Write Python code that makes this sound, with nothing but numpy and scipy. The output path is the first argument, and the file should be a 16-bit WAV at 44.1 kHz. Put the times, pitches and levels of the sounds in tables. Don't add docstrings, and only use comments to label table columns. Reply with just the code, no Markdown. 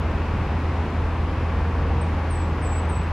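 import sys
import numpy as np
from scipy import signal
from scipy.fft import rfft, irfft
from scipy.io import wavfile
from scipy.ndimage import uniform_filter1d

SR = 44100
rng = np.random.default_rng(int(sys.argv[2]) if len(sys.argv) > 2 else 0)


def attenuation_scalar(level_db):
    decades = np.asarray(level_db, float) / 20
    return 10 ** decades


def master_out(mix):
    frames = np.transpose(np.atleast_2d(mix))
    ceiling = np.clip(frames, -1, 1)
    pcm = np.round(ceiling * 32767).astype(np.int16)
    wavfile.write(sys.argv[1], SR, pcm)


N = 137592

# frequency_hz, level_db (per Hz)
TRAFFIC_COLOUR = [(22, -6), (45, 3.5), (100, 3), (300, -5), (600, -10.5), (1050, -11.5), (2600, -22.5),
                  (3400, -33.5)]
# frequency_hz, level_db (per Hz)
AIR_COLOUR = [(1500, -27), (3400, -33), (5200, -38.5), (7000, -47), (10000, -53), (13000, -60.5),
              (15000, -62.5)]
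# frequency_hz, level_db
STEREO_WIDTH = [(110, -74.5), (150, -47), (200, -46.5), (330, -22.5), (1000, -19), (2500, -10.5),
                (5500, -3.5), (12000, -1)]
# frequency_hz, level_db
STEREO_LEAN = [(400, 0.5), (600, 0.3), (1010, 1), (1770, 2.8), (3120, -0.5), (5480, 0.7), (9630, .05)]
# centre_hz, width_octaves, lift_db
TYRE_HUMPS = [(290, .35, 0.5), (882, 0.2, 3), (2570, 0.1, 0.5)]
# multiple (of the half-turn rate), level_db, wobble_db
HUM_LINES = [(2, -39, 2.8), (3, -33, 3), (4, -24.6, .7), (6, -47, 2.4), (8, -44.5, 3)]
# centre_s, dip_db, spread_s
IDLE_STUMBLES = [
    (.87, -7.5, 0.035),
    (1.15, -6, 0.02),
    (2.25, -3, 0.041),
]
# pitch_hz, level_db, loudest_s, spread_s
GEAR_WHINES = [
    (470, -39, 1.8, .22),
    (467, -45, 2.7, .12),
    (527.5, -49, 1.7, 1.6),
    (1135, -48, 1.5, 1.6),
]
# delay_s, level_db
BIG_TRUNK_ECHOES = [
    (.035, -16),
    (.069, -19),
]
# start_s, pitch_hz, level_db
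WHISTLES = [
    [(2.007, 8380, -62), (2.012, 8600, -52), (2.021, 8440, -43.5), (2.028, 8230, -56), (2.038, 7850, -66)],
    [(2.297, 9000, -64), (2.304, 9120, -54), (2.318, 8640, -47), (2.33, 8350, -49), (2.342, 8150, -54),
     (2.358, 7910, -48), (2.39, 7920, -54), (2.418, 7740, -49), (2.448, 7670, -60)],
    [(2.614, 8330, -65), (2.624, 8700, -52), (2.64, 8220, -52), (2.654, 7830, -47), (2.68, 7700, -48),
     (2.73, 7735, -50), (2.772, 7795, -42), (2.8, 7905, -46), (2.814, 7900, -57)],
    [(2.888, 8520, -60), (2.898, 8680, -47), (2.914, 8100, -52), (2.932, 7880, -44.5), (2.954, 7840, -56),
     (2.966, 7843, -47), (2.998, 7815, -62), (3.011, 7840, -53), (3.022, 7830, -66)],
]

WASH_DB, FLICKER_DB, FLICKER_PER_S = -27, .5, 5.34
MONO_BELOW_HZ, AIR_TOP_HZ = 230, 14950
LORRY_DB, LORRY_FADE_S, LORRY_TOP_HZ = 2.5, 1.1, 280
HALF_TURN_HZ, ENGINE_DRIFT, WHINE_DRIFT = 20.32, .0008, .002
HUM_WOBBLE_PER_S, HUM_SLIP_RAD = 12, .17
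TREES_DB, TREES_T60_S, TREES_START_S = -7.5, .23, .005
TRUNKS_PER_S, TREES_ALIKE = 500, .6
ECHO_TOP_HZ, BARK_SMEAR_S = 11000, .004
OCTAVE_DB, HALF_LINE_DB = -30, -36
NOTE_EDGE_S, GLIDE_S = .004, .008
FLUTTER_DB, FLUTTER_PER_S = 3, 130
WAVER_HZ, WAVER_PER_S = 10, 90
BIRD_DB, BIRD_PAN_DB, BIRD_LAG_RAD = 1, -1.5, 0.88
MASK_MARGIN_DB, MASK_DB_PER_KHZ = 14.8, 6.3
MASK_FROM_HZ, MASK_CAP_DB = 7300, -60
SPARED_BELOW_HZ, SPARED_DB = 9100, 7
FADE_IN_S, START_GAIN = .004, .35


def read(table, hz):
    table = np.array(table, float)
    return np.interp(np.log(hz + 1), np.log(table[:, 0] + 1), table[:, 1])


def walk(rate):
    step = np.minimum((np.arange(N) * rate / SR).astype(int), 511)
    held = rng.standard_normal(512)[step]
    slew = max(int(SR / rate), 1)
    return 1.3 * uniform_filter1d(uniform_filter1d(held, slew), slew)


def traffic():
    hz = np.fft.rfftfreq(N, 1 / SR)
    rolloff = np.minimum(1, (TRAFFIC_COLOUR[-1][0] / (hz + 1)) ** 8)
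    wash = attenuation_scalar(read(TRAFFIC_COLOUR, hz)) ** 2 * rolloff
    colour = np.sqrt(wash + attenuation_scalar(read(AIR_COLOUR, hz)) ** 2)
    for centre, width, lift_db in TYRE_HUMPS:
        colour = colour * attenuation_scalar(lift_db * np.exp(-.5 * (np.log2((hz + 1) / centre) / width) ** 2))
    colour = colour / np.sqrt(1 + (hz / AIR_TOP_HZ) ** 200)

    mid, free = rfft(rng.standard_normal((2, N)), axis=1) * colour
    side = free * attenuation_scalar(read(STEREO_WIDTH, hz))
    lean = attenuation_scalar(read(STEREO_LEAN, hz) / 2 * (hz > MONO_BELOW_HZ))
    pair = np.array([(mid + side) * lean, (mid - side) / lean])

    lorry_db = LORRY_DB * np.exp(-(np.arange(N) / SR / LORRY_FADE_S) ** 2)
    place = 2 * np.log2((hz + 1) / 20)
    out = 0
    for k in range(20):
        share = np.cos(np.pi / 2 * np.clip(place - k, -1, 1)) ** 2
        low = 1 / (1 + (20 * 2 ** (k / 2) / LORRY_TOP_HZ) ** 2)
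        level_db = low * lorry_db + FLICKER_DB * walk(FLICKER_PER_S)
        out = out + attenuation_scalar(level_db) * irfft(pair * share, N, axis=1)
    return out * attenuation_scalar(WASH_DB) / np.sqrt(np.mean(out ** 2))


def engine():
    t = np.arange(N) / SR
    phase = 2 * np.pi * np.cumsum(HALF_TURN_HZ * (1 + ENGINE_DRIFT * walk(1.66))) / SR
    out = 0
    for multiple, db, wobble_db in HUM_LINES:
        slip = HUM_SLIP_RAD * wobble_db * walk(HUM_WOBBLE_PER_S) + 2 * np.pi * rng.random()
        level = attenuation_scalar(db + wobble_db * walk(HUM_WOBBLE_PER_S))
        out = out + level * np.sin(round(multiple) * phase + slip)
    for hz, db, at, spread in GEAR_WHINES:
        swell = np.exp(-.5 * ((t - at) / spread) ** 2) * attenuation_scalar(1.2 * walk(4.82))
        whine_phase = 2 * np.pi * np.cumsum(hz * (1 + WHINE_DRIFT * walk(2.5))) / SR
        out = out + attenuation_scalar(db) * swell * np.sin(whine_phase)
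    dips_db = sum(db * np.exp(-.5 * ((t - at) / spread) ** 2) for at, db, spread in IDLE_STUMBLES)
    return np.sqrt(2) * out * attenuation_scalar(dips_db)


def trees(song):
    t = np.arange(SR // 2) / SR
    draw, size = rng.random((3, len(t))), rng.standard_normal((3, len(t)))
    hit = (draw < TRUNKS_PER_S / SR) * (t > TREES_START_S)
    taps = hit * size * attenuation_scalar(-60 * t / TREES_T60_S)
    taps = taps / np.sqrt(np.sum(taps ** 2, axis=1, keepdims=True))
    pair = np.sqrt(TREES_ALIKE) * taps[0] + np.sqrt(1 - TREES_ALIKE) * taps[1:]
    burst = sum(attenuation_scalar(db) * np.exp(-((t - lag) / BARK_SMEAR_S) ** 2) for lag, db in BIG_TRUNK_ECHOES)
    slaps = burst * size[1:] / np.sqrt(BARK_SMEAR_S * SR)
    dull = signal.sosfilt(signal.butter(4, ECHO_TOP_HZ, fs=SR, output="sos"), song)
    return signal.fftconvolve(dull[None], attenuation_scalar(TREES_DB) * pair + slaps, axes=1)[:, :N]


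def bird():
    t, out = np.arange(N) / SR, np.zeros(N, complex)
    waver, flutter = WAVER_HZ * walk(WAVER_PER_S), FLUTTER_DB * walk(FLUTTER_PER_S)
    for whistle in WHISTLES:
        s, hz, db = np.array(whistle, float).T
        pitch = uniform_filter1d(np.interp(t, s, hz), int(GLIDE_S * SR)) + waver
        phase = 2 * np.pi * np.cumsum(pitch) / SR
        gate = np.clip(np.minimum(t - s[0], s[-1] - t) / NOTE_EDGE_S, 0, 1)
        tone = np.exp(1j * phase)
        tone = tone + attenuation_scalar(OCTAVE_DB) * np.exp(2j * phase)
        tone = tone + attenuation_scalar(HALF_LINE_DB) * np.exp(3j * phase / 2)
        out += np.sqrt(2) * gate * attenuation_scalar(np.interp(t, s, db) + flutter) * tone
    return out


def scene():
    song = bird()
    halves = np.array([[.5], [-.5]])
    ears = attenuation_scalar(BIRD_DB + halves * BIRD_PAN_DB) * np.exp(1j * BIRD_LAG_RAD * halves)
    return (ears * song).real + trees(song.real) + engine() + traffic()


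def drop_hidden_hiss(pair):
    mid_side = np.array([pair[0] + pair[1], pair[0] - pair[1]]) / 2
    hz, _, cells = signal.stft(mid_side, SR, nperseg=1024)
    hz = hz[:, None]
    power = uniform_filter1d(np.abs(cells) ** 2, size=8, axis=1)
    db = 10 * np.log10(uniform_filter1d(power, size=3, axis=2) + 1e-18)
    slope = MASK_DB_PER_KHZ * hz / 1000
    masker = np.minimum(uniform_filter1d(db[0], size=5, axis=1), MASK_CAP_DB) + slope
    masker = np.where(hz > MASK_FROM_HZ, masker, -300)
    reach = np.maximum.accumulate(masker, axis=0) - slope
    heard = db > reach - MASK_MARGIN_DB - SPARED_DB * (hz < SPARED_BELOW_HZ)
    mid, side = signal.istft(cells * heard, SR, nperseg=1024)[1][:, :N]
    return np.array([mid + side, mid - side])


def band_limit(x):
    return signal.sosfilt(signal.butter(12, 15700, fs=SR, output="sos"), x)


def record(dry):
    fade = np.minimum(START_GAIN + np.arange(N) / (FADE_IN_S * SR), 1)
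    mix = drop_hidden_hiss(dry * fade)
    return band_limit(mix)


dry = scene()
out = record(dry)
master_out(out)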